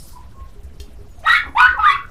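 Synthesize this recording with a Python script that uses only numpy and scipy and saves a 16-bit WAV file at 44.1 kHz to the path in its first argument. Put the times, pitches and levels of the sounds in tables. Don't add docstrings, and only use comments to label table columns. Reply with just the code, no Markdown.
import sys
import numpy as np
from scipy import signal
from scipy.fft import rfft, irfft, next_fast_len
from scipy.io import wavfile

SR = 44100
rng = np.random.default_rng(int(sys.argv[2]) if len(sys.argv) > 2 else 0)


def to_wav(s):
    ch = np.atleast_2d(s).T
    pcm = np.round(np.clip(ch, -1, 1) * 32767)
    wavfile.write(sys.argv[1], SR, pcm.astype(np.int16))


def level_to_linear(level):
    exponent = np.asarray(level, float) / 20
    return 10 ** exponent


N = 92786


def rms_one(x):
    return x / np.sqrt(np.mean(x ** 2) + 1e-20)


def butter(x, order, hz, kind):
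    return signal.sosfilt(signal.butter(order, hz, kind, fs=SR, output="sos"), x)


def drift(rate_hz):
    r = np.exp(-2 * np.pi * rate_hz / SR)
    settled = signal.lfilter([1], [1, -2 * r, r * r], rng.standard_normal(N + SR))[SR:]
    return rms_one(settled)


def coloured(spectrum, patchy_db):
    edges = 16 * 2 ** np.arange(0, 10.4, .5)
    white = rng.standard_normal((2, N + SR))
    hz, db = np.transpose(spectrum)
    out = 0
    for k, (low, high) in enumerate(zip(edges, edges[1:])):
        band = butter(white[k % 2], 2, [low, high], "band")[SR:]
        centre_db = np.interp(np.log(low * high) / 2, np.log(hz), db)
        out = out + band * level_to_linear(centre_db + patchy_db * drift(24.0))
    return rms_one(out)


def ring(clicks, hz, t60):
    r, w = level_to_linear(-60 / (t60 * SR)), 2 * np.pi * hz / SR
    return signal.lfilter([0, np.sin(w)], [1, -2 * r * np.cos(w), r * r], clicks + 1e-18)


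# t/s, f/Hz, level/dB
YIP = [(1.259, 1115, -31), (1.266, 1205, -11), (1.274, 1279, -10), (1.288, 1349, -9.5), (1.3, 1281, -13.5),
       (1.322, 1308, -16), (1.336, 1439, -10.5), (1.375, 1420, -25.5), (1.44, 1510, -44)]
YIP_UP = [(1.25, 1793, -29), (1.262, 1912, -18), (1.277, 1870, -17), (1.288, 1877, -13.5),
          (1.298, 1924, -11), (1.322, 1950, -10), (1.365, 1946, -18.5), (1.41, 1850, -48)]
YIP_UNDER = [(1.236, 600, -38.5), (1.25, 760, -29), (1.265, 925, -28), (1.28, 879, -27), (1.3, 908, -45.5),
             (1.33, 920, -60)]
YIP_BODY = [(1.226, 595, -55), (1.238, 620, -36.5), (1.255, 632, -34), (1.275, 635.3, -38.5),
            (1.322, 650, -27), (1.334, 718, -28.5), (1.36, 727.4, -23), (1.385, 705, -29), (1.42, 696, -49)]
AFTER = [(1.93, 1465, -34.5), (1.96, 1450, -29.5), (2.0, 1450, -41), (2.06, 1418, -49)]
GRUNT = [(1.7, 304, -57), (1.74, 293, -47.5), (1.77, 266, -58.5)]
HIGH_WHISTLE = [(1.44, 10350, -68), (1.5, 10200, -66), (1.59, 10050, -63), (1.605, 9900, -45),
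                (1.63, 9900, -59)]
SNUFFLE = [(-.02, 5100, -46), (.04, 5300, -61), (.12, 5200, -69), (.19, 4860, -71)]
YIP_PEAK = [(1.325, 2100, -53), (1.342, 2207, -16.5), (1.362, 2182, -12.5), (1.41, 2363, -44.5),
            (1.44, 2360, -42)]
YIP_RASP = [(1.325, 1666, -31), (1.345, 1831, -18.5), (1.375, 1684, -19.5), (1.40, 1834, -28),
            (1.43, 1950, -45.5)]
RISE_LOW = [(1.548, 757.6, -25), (1.56, 859.3, -18), (1.572, 914.7, -12), (1.585, 932.7, -13),
            (1.605, 979.5, -15), (1.622, 1055, -10), (1.64, 1010, -48), (1.655, 1040, -56.5)]
RISE_MID = [(1.562, 882.6, -32), (1.575, 1017, -16.5), (1.586, 1194, -10), (1.605, 1257, -10),
            (1.638, 1251, -18.5), (1.67, 1251, -21.5), (1.70, 1220, -52)]
SQUEAL = [(1.588, 1325, -40), (1.6, 1426, -11.5), (1.614, 1460, -11.5), (1.624, 1476, -2.5),
          (1.64, 1476, -3), (1.665, 1489, -5.5), (1.70, 1485, -35), (1.728, 1545, -20.5),
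          (1.755, 1553, -49)]
CRACK = [(1.655, 1616, -44.5), (1.67, 1706, -22.5), (1.684, 1896, -26.5), (1.705, 1870, -29),
         (1.745, 1894, -34)]
SAG = [(1.735, 1317, -30), (1.755, 1106, -30.5), (1.772, 1077, -25.5), (1.785, 838, -22), (1.802, 873, -15),
       (1.825, 836, -45.5)]
WHINE = [(1.783, 1335, -33), (1.793, 1306, -14), (1.812, 1292, -16), (1.852, 1217, -10), (1.872, 1230, -7),
         (1.896, 1144, -9), (1.925, 1115, -14), (1.96, 1141, -26), (1.99, 1147, -31)]
CLIMB = [(1.825, 1324, -23), (1.845, 1423, -13.5), (1.858, 1650, -11), (1.872, 1935, -19.5),
         (1.905, 2020, -17), (1.925, 2028, -19.5), (1.965, 1973, -34)]
TOP = [(1.895, 2260, -36), (1.91, 2356, -18), (1.925, 2447, -21), (1.937, 2685, -25), (1.955, 2610, -36),
       (1.975, 2550, -60)]
GRUMBLE = [(1.43, 290.7, -55), (1.46, 259.3, -45), (1.485, 250.4, -46), (1.515, 316, -56),
           (1.545, 289, -73)]
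FAR_CHIRP = [(.128, 887, -50), (.145, 995, -47.5), (.165, 1003, -41), (.18, 956, -44.5), (.19, 826, -45.5),
             (.205, 997, -59), (.24, 1017, -53), (.255, 1020, -66)]
FAR_WHIMPER = [(.33, 1070, -71), (.35, 1075, -50), (.40, 1080, -43.5), (.455, 1068, -47.5),
               (.51, 1035, -68)]
MURMUR = [(1.165, 700, -68), (1.18, 693, -52), (1.205, 692, -49), (1.222, 615, -43), (1.24, 634, -45)]
NOSE_WHISTLE = [(1.09, 6850, -80), (1.115, 6860, -57), (1.14, 6710, -65), (1.23, 6100, -65),
                (1.26, 6230, -78)]
# contour, harmonic levels/dB, roughness/1, breath level/dB
VOICES = [(YIP, [0, -23, -41.5], 0.51, (-14, -22, -20)), (YIP_UP, [0, (-11.5, -11, -30)],
          0.36, (-27, -20, -17)), (YIP_PEAK, [0], 0.5, -31), (YIP_RASP, [0, -7], 0.46, -11),
          (RISE_LOW, [0.5, (-11.5, -45, -34), (-26.5, -18.5, -36.5), (-23.5, -29.5, -33), -40], 0.29, -24),
          (RISE_MID, [0, -8, -19, -36], 0.43, -18.5), (SQUEAL, [0, -25, -37], 0.23, (-29, -31.5, -18.5)),
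          (CRACK, [0], 0.59, -10), (SAG, [0], 0.26, -33), (WHINE, [2.46, (-21, -30, -9, -18),
          (-49, -31, -25, -13.5, -15, -25), (-42, -48.5, -50, -39)], 0.2, -32.5),
          (CLIMB, [0, (-34, -22, -20.5, -21.5, -26), (-59, -30.5, -29.5, -38.5), (-60, -30.5, -39),
          (-59, -31, -37), (-66, -39, -41.5), -52.5], 0.318, (-30, -27.5, -14.5, -23)), (TOP, [0],
          0.55, -10), (GRUMBLE, [0, -5, 21, 18], 1.26, 0), (FAR_CHIRP, [0], 0.35, -37), (FAR_WHIMPER, [0],
          0.043, -33), (MURMUR, [0], 0.51, -42), (NOSE_WHISTLE, [0], 0.089, -58), (YIP_UNDER, [0],
          0.32, -17), (YIP_BODY, [(-5, -20, -30), (-1, -8), (1, -5), -2, (-3, -3, 9.5, -16),
          -7, -14] + [-28.0 for k in range(14)], 0.15, (0.5, -14, -9)), (AFTER, [0], 0.79, -16),
          (GRUNT, [0, 1.5, -8], 1.08, -27), (HIGH_WHISTLE, [0], 0.087, -55), (SNUFFLE, [0, -6], 0.79, -58)]
# f/Hz, level/dB
BREATH = [(800, -52), (1300, 13), (2200, 2), (3700, -17), (5000, -26), (9500, -14.5), (15000, -33)]
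JITTER, SHIMMER_DB, FLUTTER_HZ = .05, 9.5, 110
FADE_S = .006
SHEEN_HZ, OPEN_S = 4600, .08
UPPER_DB, UPPER_FALL_DB = -54, 1
BRIGHTEN, EFFORT_DB = .3, -11


def puppies():
    out = np.zeros(N)
    air = coloured(BREATH, patchy_db=6.5)
    sheen = butter(air, 4, SHEEN_HZ, "high")
    dull = butter(air, 4, SHEEN_HZ, "low")
    flutters = np.array([drift(FLUTTER_HZ) for k in range(9)])
    for n, (rows, orders_db, rough, breath_db) in enumerate(VOICES):
        s, hz, db = np.transpose(rows)
        start, end = s[0], s[-1]
        span = np.arange(max(int(start * SR), 0), min(int(end * SR), N))
        t, flutter = span / SR, flutters[:, span]

        def along(levels):
            return np.interp(t, np.linspace(start, end, np.size(levels)), np.atleast_1d(levels))

        effort_db = np.interp(t, s, db)
        brighter_db = BRIGHTEN * (effort_db - EFFORT_DB)
        fade = np.clip(np.minimum(t - start, end - t) / FADE_S, 0, 1)
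        pitch = np.interp(t, s, hz) * (1 + JITTER * rough * flutter[n % 9])
        phase = 2 * np.pi * np.cumsum(pitch) / SR

        mouth = np.clip((t - start) / OPEN_S, 0, 1)
        breath = np.roll(dull, 999 * n)[span] + mouth * np.roll(sheen, 999 * n)[span]
        call = level_to_linear(along(breath_db) + brighter_db) * breath * (1 + np.cos(phase))

        harmonics = int(min(max(10, len(orders_db)), 15400 / hz.max()))
        for k in range(harmonics):
            order_db = along(orders_db[k] if k < len(orders_db) else UPPER_DB - UPPER_FALL_DB * k)
            shimmer_db = SHIMMER_DB * (rough + 0.023 * min(k, 6)) * flutter[(n + k + 1) % 9]
            order_db = order_db + min(k, 2) * brighter_db + shimmer_db
            call = call + level_to_linear(order_db) * np.sin((k + 1) * phase)
        out[span] += butter(level_to_linear(effort_db) * call * fade, 4, 0.9 * hz.min(), "high")
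    return out


# t/s, level/dB, bright mode level/dB
BOWL_TAPS = [
    (0.56, -48.5, -37),
    (0.801, -44.5, 3.5),
    (0.99, -45.5, -38),
    (1.476, -54.5, -13.5),
    (1.593, -46, -19),
    (1.917, -46.5, -12),
]
# f/Hz, level/dB, t60/s
BOWL = [(409, 3, .5), (340, -8, .07), (1790, -10, .12), (2790, -3, .05), (3219, 3, .05), (3596, -5, .09),
        (4270, -1, .07), (4570, -6, .06), (5120, -4, .08), (5610, -7, .06), (6590, -6, .08)]
CRACK_DB, CRACK_T60_S, CRACK_HZ = 5, 0.051, (2460, 6700)


def bowl():
    out, t = np.zeros(N), np.arange(N) / SR
    for k, (hz, db, t60) in enumerate(BOWL):
        clicks = np.zeros(N)
        for s, level_db, bright_db in BOWL_TAPS:
            clicks[int(s * SR)] = level_to_linear(level_db + db + bright_db * (k > 1))
        out += ring(clicks, hz, t60)
    grit = butter(rng.standard_normal(N), 2, CRACK_HZ, "band")
    shape = 0
    for s, db, bright_db in BOWL_TAPS:
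        decay_db = 60 * abs(t - s) / CRACK_T60_S
        shape = shape + (t > s) * level_to_linear(db + bright_db + CRACK_DB - decay_db)
    return out + grit * shape


# t/s, level/dB, hold/s, t60/s
SCUFFS = [
    (-.02, -48.5, 0.14, 0.28),
    (0.631, -58.5, 0.018, 0.029),
    (0.797, -48.5, 0.018, 0.17),
    (1.19, -56, 0.019, 0.055),
]
# f/Hz, level/dB
SCUFF = [(2500, -24), (3800, -17), (5300, -2.5), (7000, -8.5), (10000, -6), (15500, -15.5)]


def scuffs():
    t = np.arange(N) / SR
    shape = 0
    for s, db, hold, t60 in SCUFFS:
        attack = np.clip((t - s) / .002, 0, 1)
        shape = shape + level_to_linear(db - 60 * np.clip(t - s - hold, 0, 9) / t60) * attack
    return shape * coloured(SCUFF, patchy_db=2.5)


# t/s, level/dB
SNAPS = [(1.6022, -31), (1.626, -27), (1.629, -30), (.713, -56), (1.776, -45), (2.062, -48)]
SNAP_T60_S, SNAP_HZ = 0.011, (4800, 10000)


def snaps():
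    t = np.arange(N) / SR
    hiss = butter(rng.standard_normal(N), 2, SNAP_HZ, "band")
    return hiss * sum((t > s) * level_to_linear(db - 60 * abs(t - s) / SNAP_T60_S) for s, db in SNAPS)


# t/s, level/dB
BUMPS = [(0.241, -33), (0.404, -28.5), (0.639, -27), (0.788, -28), (1.459, -30), (1.676, -27), (1.788, -30)]
BUMP_HZ, BUMP_RISE_S = 66.2, 0.017


def bumps():
    out, t = np.zeros(N), np.arange(N) / SR
    for s, db in BUMPS:
        u = np.clip(t - s, 0, 9) / BUMP_RISE_S
        out += level_to_linear(db) * u * np.exp(1 - u) * np.sin(2 * np.pi * BUMP_HZ * (t - s))
    return out


ROOM_T60_S, ROOM_DB, WALL_CUT_HZ = 0.26, -13, 6350


def room(x):
    size = next_fast_len(N + SR)
    z = np.exp(-2j * np.pi * np.arange(size // 2 + 1) / size)
    dull = np.exp(-2 * np.pi * WALL_CUT_HZ / SR)
    lags = (rng.uniform(.008, .04, size=12) * SR).astype(int)
    wet = 0
    for k, lag in enumerate(lags):
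        g = level_to_linear(-60 * lag / SR / ROOM_T60_S) * (1 - dull) / (1 - dull * z) * z ** lag
        wet = wet + (-1) ** k * g / (1 - g)
    for lag in (97, 211):
        wet = wet * (z ** lag - .6) / (1 - 0.58 * z ** lag)
    return irfft(rfft(x, size) * wet, size)[:N]


# f/Hz, level/dB
FLOOR = [(12, -50), (20, 5), (66, 0.5), (136, -13), (404, -22), (630, -26), (1070, -30.5), (1160, -31.5),
         (15500, -49.5)]
FLOOR_DB = -39.5


def hum():
    return level_to_linear(FLOOR_DB) * coloured(FLOOR, patchy_db=3.0)


def scene():
    pen = puppies() + bowl() + scuffs()
    mix = pen + level_to_linear(ROOM_DB) * room(pen) + bumps() + snaps() + hum()
    return mix[None]


def low_pass(x):
    return signal.sosfilt(signal.butter(12, 15620, fs=SR, output="sos"), x)


OFFSET, CEILING = .0104, 1.0
CUTOFF_HZ = 15450


def record(dry):
    x = np.clip(dry + OFFSET, -CEILING, CEILING)
    x = signal.sosfilt(signal.ellip(8, .5, 60, CUTOFF_HZ, fs=SR, output="sos"), x)
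    return low_pass(x)


dry = scene()
out = record(dry)
to_wav(out)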